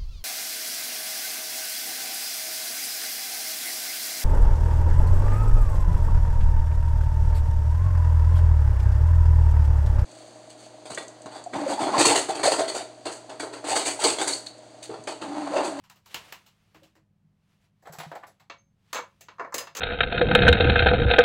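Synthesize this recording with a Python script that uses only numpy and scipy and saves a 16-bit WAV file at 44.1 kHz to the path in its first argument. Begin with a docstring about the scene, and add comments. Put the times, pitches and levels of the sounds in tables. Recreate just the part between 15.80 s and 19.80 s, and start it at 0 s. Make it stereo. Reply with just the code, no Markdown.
"""A small, lively workshop with a wooden floor, where hands work close by at a motorcycle side stand.
Small screws click in the hand, a sleeve rustles and the boards give soft knocks and thumps.
A metal plate is picked off the floor, then clacks and scrapes against the foot of the stand,
whose steel rings on. Each contact is a spike, chatter and room tail coloured by the object's
resonances; a scrape is a run of tiny slips. A low machine hum lies underneath."""
import sys
import numpy as np
from scipy import signal
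from scipy.fft import rfft, irfft, next_fast_len
from scipy.io import wavfile
from scipy.ndimage import uniform_filter1d

SR = 44100
rng = np.random.default_rng(int(sys.argv[2]) if len(sys.argv) > 2 else 0)


def pcm_store(signal):
    """Save signal as 16-bit PCM."""
    levels = np.round(np.clip(np.atleast_2d(signal), -1, 1) * 32767)
    wavfile.write(sys.argv[1], SR, levels.astype(np.int16).T)


N = 176400

# colour of the room tone (frequency [Hz], gain [dB])
ROOM_COLOUR = [(20, -15.5), (153, -2), (342, -20), (1070, -25.5), (2760, -34), (15500, -50)]
# machine hum partials (frequency [Hz], level [dB])
HUM_PARTIALS = [(102.3, -72), (156.1, -72.5), (199.2, -72.5)]
# room decay (frequency [Hz], t60 [s])
ROOM_DECAY = [(150, 0.22), (7000, 0.19), (15000, 0.14)]
# stereo width (frequency [Hz], side over mid [dB])
ROOM_WIDTH = [(130, -7), (300, -1), (720, 3), (1220, 3), (12000, 0)]
# where the hands work (time [s], left over right [dB])
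HAND_PAN = [(.5, .5), (2.7, -2.8), (3.1, 2.2)]
# swells of the sleeve (time [s], level [dB])
SLEEVE_SWELLS = [(0, -72.5), (.23, -78), (.32, -48.5), (.5, -51.5), (.72, -70), (1.08, -68.5), (1.27, -95),
                 (1.55, -86), (1.73, -69), (1.79, -75), (1.85, -66.5), (1.92, -85), (2.25, -54.5),
                 (2.85, -97), (3.1, -65.5), (4, -84.5)]
# colour of the cloth (frequency [Hz], gain [dB])
CLOTH_COLOUR = [(180, -36.5), (300, -11), (877, -6.5), (1560, -8.5), (2800, -8), (15500, -28.5)]
# screws and fingers clicking (time [s], thud [dB], knock [dB], crack [dB], ring [dB])
SCREW_CLICKS = [(0.037, -77, -57, -63.5, -64.5), (0.097, -72, -48, -54, -51.5),
                (0.157, -66.5, -62.5, -66, -64.5), (0.258, -68.5, -54.5, -57.5, -55.5),
                (0.3432, -43.5, -32, -30.5, -35.5), (0.523, -51, -39, -40.5, -43),
                (0.662, -71, -61, -59.5, -59.5), (0.944, -58, -52, -59.5, -63.5),
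                (1.031, -61, -62, -60.5, -61.5), (1.152, -65.5, -62, -70, -69)]
# resonances of screws in the hand (frequency [Hz], width [Hz], gain [dB])
SCREW_BODY = [(1000, 230, 9.5), (2820, 420, 13), (14300, 2500, 3)]
# the hand's weight on the floor (time [s], level [dB])
FLOOR_THUMPS = [(0.341, -55.5), (0.949, -63), (3.741, -55.5)]
# knuckles meeting the boards (time [s], hollow mode [dB], upper mode [dB])
KNUCKLES = [(0.95, -52.5, -79), (1.02, -55, -46.5), (1.16, -59, -59.5)]
# the hollow and upper modes they wake (frequency [Hz], t60 [s])
KNUCKLE_MODES = [(318, 0.24), (549, 0.094)]
# a board giving under the hand (time [s], level [dB])
BOARD_BOOMS = [(1.446, -57), (2.097, -42), (2.184, -40), (2.265, -37.5)]
# the plate tapping the boards (time [s], thud [dB], knock [dB], crack [dB], ring [dB])
PICKUP_TAPS = [(2.022, -61, -60, -90, -68), (2.071, -41.5, -40, -61, -58), (2.123, -51, -47, -57.5, -48),
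               (2.134, -53, -45, -57, -49.5), (2.185, -46.5, -40.5, -44, -43.5),
               (2.2, -41.5, -34.5, -41, -48), (2.233, -65, -44, -48.5, -56),
               (2.315, -39, -36, -51.5, -61.5), (2.352, -39.5, -47, -54.5, -56.5),
               (2.466, -55.5, -56.5, -66.5, -57.5), (2.596, -73, -59.5, -63, -67.5)]
# metal dragged over wood (time [s], length [s], thud [dB], knock [dB], crack [dB], ring [dB])
PICKUP_DRAGS = [(2.045, 0.04, -56, -49, -59.5, -71), (2.348, 0.0237, -46, -38, -54.5, -65.5),
                (2.425, 0.018, -54.5, -41.5, -55, -73)]
# resonances of the plate (frequency [Hz], width [Hz], gain [dB])
PLATE_MODES = [(793, 274, 20), (7780, 150, 4.2), (10130, 110, 21), (11940, 200, 19), (14700, 730, 15)]
# parts clacking together and on the stand (time [s], thud [dB], knock [dB], crack [dB], ring [dB])
FOOT_CLACKS = [(2.698, -46.5, -38.5, -40.5, -57.5), (3.129, -38.5, -31, -34, -35.5),
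               (3.1455, -37, -31, -36, -39), (3.184, -36.5, -29, -46, -49), (3.407, -54, -56.5, -52, -50),
               (3.484, -52, -40, -49, -62), (3.583, -62, -42, -68, -71), (3.5952, -39, -25, -51, -58),
               (3.607, -34, -29.5, -80, -66), (3.646, -40.5, -34, -63, -69), (3.723, -62, -35.5, -68, -54),
               (3.7422, -30.5, -29, -35, -29), (3.781, -40.5, -33, -33.5, -30.5),
               (3.806, -41.5, -33, -45.5, -46.5), (3.87, -53, -41, -46, -55), (3.95, -45, -40, -39, -42),
               (3.967, -48, -46, -37, -37)]
# metal sliding on the foot (time [s], length [s], thud [dB], knock [dB], crack [dB], ring [dB])
FOOT_SLIDES = [(3.15, 0.028, -37.5, -30.5, -36, -42.5), (3.955, 0.045, -42.5, -39, -41, -41.5)]
# resonances of the stand (frequency [Hz], width [Hz], gain [dB])
STAND_MODES = [(491, 19, 4.6), (555, 8.2, 9.3), (686.3, 13.5, 7.8), (1020, 170, 16.2), (1200, 130, 4.1),
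               (1350, 12, 2.9), (1752, 53, 1.8), (2255, 12, 5.6), (2704, 113, 4.6), (6410, 230, 14.6),
               (7150, 810, 11), (9900, 120, 8.5), (11800, 930, 8.4), (15300, 560, 9.3)]
# blows that leave the steel ringing (time [s], level [dB])
RINGING_BLOWS = [(3.5952, -62), (3.7422, -44), (3.781, -34.5)]
# partials of that ring (frequency [Hz], gain [dB], t60 [s])
STEEL_PARTIALS = [(4144, -8, .2), (5020, 0, .24), (6417, -6, .2)]
# borders of the thud, knock, crack and ring bands (frequency [Hz])
BAND_EDGES = [290, 700, 1950, 4400, 15800]

HIT_N, ONSET_N, PRE_ROLL_N = 20480, 530, 32  # samples: a whole hit, its onset, its lead-in
HIT_T = np.arange(HIT_N) / SR
HIT_HZ = np.fft.rfftfreq(2 * HIT_N, 1 / SR)
RISE_S, RISE_PER_DB = 0.00043, 0.34  # attack of a -45 dB contact; softer, cushioned ones rise slower
SHELF_HZ = (7830, 8600)  # the top end steps down between these
MODE_SCATTER_DB = 3  # every contact point favours other resonances
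STEEL_WANDER = .005  # random phase step, cycles per sample
TOP_HZ, ROLL_OFF_HZ = 16300, 400


def amp(db):
    """Decibels to gain."""
    return 10 ** (np.asarray(db) / 20)


def unit(x):
    """Scale to rms 1."""
    return x / np.sqrt(np.mean(x ** 2) + 1e-20)


def along(points, hz):
    """Read a curve of (frequency [Hz], value) points on a log axis."""
    f, v = np.transpose(points)
    return np.interp(np.log(hz + 1), np.log(f + 1), v)


def fade(t, t60):
    """Decay by 60 dB in t60 seconds."""
    return np.exp(-np.log(1000) * t / t60)


def add(out, s, x):
    """Mix x into out from time s."""
    i = max(round(s * SR), 0)
    out[:, i:i + x.shape[-1]] += x[..., :N - i]


def pan(x):
    """Lean a sound to where the hands are working."""
    left_db = np.interp(np.arange(N) / SR, *np.transpose(HAND_PAN))
    return x * amp([left_db / 2, -left_db / 2])


def widen(spectra, hz):
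    """Give a pair of spectra the stereo width of the room."""
    width = amp(along(ROOM_WIDTH, hz))
    mid, side = spectra[0] + spectra[1], (spectra[0] - spectra[1]) * width
    return np.array([mid + side, mid - side]) / np.sqrt(1 + width ** 2)


def noise(colour):
    """Coloured stereo noise of rms 1."""
    hz = np.fft.rfftfreq(N, 1 / SR)
    white = widen(rfft(rng.standard_normal((2, N))), hz)
    return unit(irfft(white * amp(along(colour, hz)), N))


def workshop():
    """The bed: quiet room tone with a low machine hum."""
    t = np.arange(N) / SR
    hum = sum(amp(db) * np.sin(2 * np.pi * (hz * t + rng.random())) for hz, db in HUM_PARTIALS)
    return amp(-69.5) * noise(ROOM_COLOUR) + hum


def sleeve():
    """Cloth rustles in swells of noise with a fine grain."""
    swell_db = np.interp(np.arange(N) / SR, *np.transpose(SLEEVE_SWELLS))
    grain_db = 0.83 * unit(uniform_filter1d(rng.standard_normal(N), size=150))
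    return noise(CLOTH_COLOUR) * amp(swell_db + grain_db)


def room_tail():
    """A fresh stereo room tail of energy 1, its treble dying first."""
    hz, t, spectra = signal.stft(rng.standard_normal((2, HIT_N)), SR, nperseg=256)
    spectra = spectra * fade(t, along(ROOM_DECAY, hz)[:, None])
    tail = signal.istft(spectra, SR, nperseg=256)[1][:, :HIT_N]
    tail *= 1 - np.exp(-HIT_T / 0.0049)
    return unit(tail) / np.sqrt(HIT_N)


def impact(chatter_t60, chatter_db, room_db, lag_ms):
    """One contact: a spike, lagging on the right by lag_ms, brief chatter, then the room."""
    chatter = rng.standard_normal((2, HIT_N)) * amp(3.1 * rng.standard_normal(HIT_N))
    chatter *= fade(HIT_T, chatter_t60) * (1 - np.exp(-HIT_T / 0.0012))
    push = amp(chatter_db) * unit(chatter) / np.sqrt(HIT_N) + amp(room_db) * room_tail()
    lag = round(lag_ms * SR / 1000)
    push[0, max(-lag, 0)] += 1
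    push[1, max(lag, 0)] += 1
    return push


def resonate(push, levels, body, top_db, dulling, onset_n):
    """A push rings an object's resonances; each band is levelled over the first onset_n samples."""
    resonance = 1
    for hz, width, db in body:
        gain = amp(db + MODE_SCATTER_DB * rng.standard_normal())
        damping = 1j * HIT_HZ * width
        resonance += gain * damping / (hz ** 2 - HIT_HZ ** 2 + damping)
    dull_db = dulling * min(levels[3] - levels[1], 0)  # darker when the ring is below the knock
    shelf = [(BAND_EDGES[3], 0), (SHELF_HZ[0], dull_db / 2), (SHELF_HZ[1], top_db + dull_db)]
    spectra = widen(rfft(push, 2 * HIT_N), HIT_HZ) * resonance * amp(along(shelf, HIT_HZ))
    struck = np.roll(irfft(spectra), PRE_ROLL_N, axis=1)[:, :HIT_N]
    out = np.zeros((2, HIT_N))
    for lo, hi, db in zip(BAND_EDGES, BAND_EDGES[1:], levels):
        order = 2 if lo == BAND_EDGES[0] else 4
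        band = signal.sosfilt(signal.butter(order, [lo, hi], "band", fs=SR, output="sos"), struck)
        out += amp(db) * band / np.sqrt(np.mean(band[:, :onset_n] ** 2, axis=1, keepdims=True))
    return out


def contacts(rows, body, top_db, dulling, **impact_settings):
    """One hit on the object per row; the harder it lands, the sharper its attack."""
    out = np.zeros((2, N))
    for s, *levels in rows:
        rise_s = min(RISE_S * np.exp(-RISE_PER_DB * (max(levels) + 45)), .004)
        cushion = 1 - np.exp(-(HIT_T + .0006) / rise_s)  # a head start lets the spike through
        push = impact(**impact_settings) * cushion
        add(out, s, resonate(push, levels, body, top_db, dulling, ONSET_N))
    return out


def screws():
    """Small screws click tightly between the fingers."""
    return pan(contacts(SCREW_CLICKS, SCREW_BODY, top_db=-8.5, dulling=0.13,
                        chatter_t60=0.016, chatter_db=6.5, room_db=5.0, lag_ms=0.24))


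def ring(hz, t60, attack_s, wander=0):
    """One struck mode; loose contact lets its phase wander, left and right apart."""
    phase = hz * HIT_T + np.cumsum(wander * rng.standard_normal((2, HIT_N)), axis=1)
    return np.sin(2 * np.pi * phase) * fade(HIT_T, t60) * (1 - np.exp(-HIT_T / attack_s))


def floorboards():
    """The boards boom softly, knock hollowly under the knuckles and thump under the hand's weight."""
    out = np.zeros((2, N))
    for s, db in BOARD_BOOMS:
        add(out, s, amp(db) * ring(hz=156.3, t60=0.19, attack_s=0.0018))
    for s, *levels in KNUCKLES:
        for db, (hz, t60) in zip(levels, KNUCKLE_MODES):
            add(out, s, amp(db) * ring(hz, t60, attack_s=0.0064))  # soft flesh, slow attack
    low_band = signal.butter(2, (55, 173), "band", fs=SR, output="sos")
    for s, db in FLOOR_THUMPS:
        rumble = signal.sosfilt(low_band, rng.standard_normal(HIT_N))
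        add(out, s, amp(db) * unit(rumble) * fade(HIT_T, t60=0.44))
    return out


def scrapes(rows, body, top_db, slips_per_s, room_db):
    """One scrape per row: tiny irregular slips under a swelling stroke."""
    out = np.zeros((2, N))
    for s, length, *levels in rows:
        stroke = np.sqrt(np.abs(np.sin(np.pi * HIT_T / length))) * (HIT_T < length)
        slips = stroke * (rng.random(HIT_N) < slips_per_s / SR) * rng.standard_normal(HIT_N)
        one_slip = impact(chatter_t60=0.044, chatter_db=0, room_db=room_db, lag_ms=0.13)
        push = signal.fftconvolve(slips[None], one_slip, axes=1)[:, :HIT_N]
        stroke_n = int(length * SR) + ONSET_N // 2
        add(out, s, resonate(push, levels, body, top_db, dulling=0, onset_n=stroke_n))
    return out


def plate():
    """The metal plate taps and drags on the boards as it is picked up."""
    taps = contacts(PICKUP_TAPS, PLATE_MODES, top_db=-15, dulling=0.14,
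                    chatter_t60=.045, chatter_db=4, room_db=5.0, lag_ms=-.12)
    drags = scrapes(PICKUP_DRAGS, PLATE_MODES, top_db=-14, slips_per_s=1400, room_db=-4)
    return pan(taps + drags)


def stand():
    """Parts clack and slide on the stand's foot; a small one pings and hard blows ring the steel."""
    out = contacts(FOOT_CLACKS, STAND_MODES, top_db=-2.5, dulling=1,
                   chatter_t60=0.04, chatter_db=6.5, room_db=4.8, lag_ms=0.19)
    out += scrapes(FOOT_SLIDES, STAND_MODES, top_db=-10.5, slips_per_s=1200, room_db=0.5)
    for s, blow_db in RINGING_BLOWS:
        for hz, partial_db, t60 in STEEL_PARTIALS:
            add(out, s, amp(blow_db + partial_db) * ring(hz, t60, RISE_S, STEEL_WANDER))
    ping = amp(-58.5) * ring(hz=6349.5, t60=0.27, attack_s=0.0073, wander=STEEL_WANDER)
    add(out, 2.78, ping)
    return pan(out)


def scene():
    """The handwork mixed over the workshop bed."""
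    return screws() + sleeve() + plate() + floorboards() + stand() + workshop()


def record(dry):
    """A steep high cut leaves nothing above TOP_HZ."""
    padded_n = next_fast_len(N + SR // 2)
    high_cut = np.clip((TOP_HZ - np.fft.rfftfreq(padded_n, 1 / SR)) / ROLL_OFF_HZ, 0, 1)
    return irfft(rfft(dry, padded_n) * high_cut, padded_n)[:, :N]


dry = scene()
out = record(dry)
pcm_store(out)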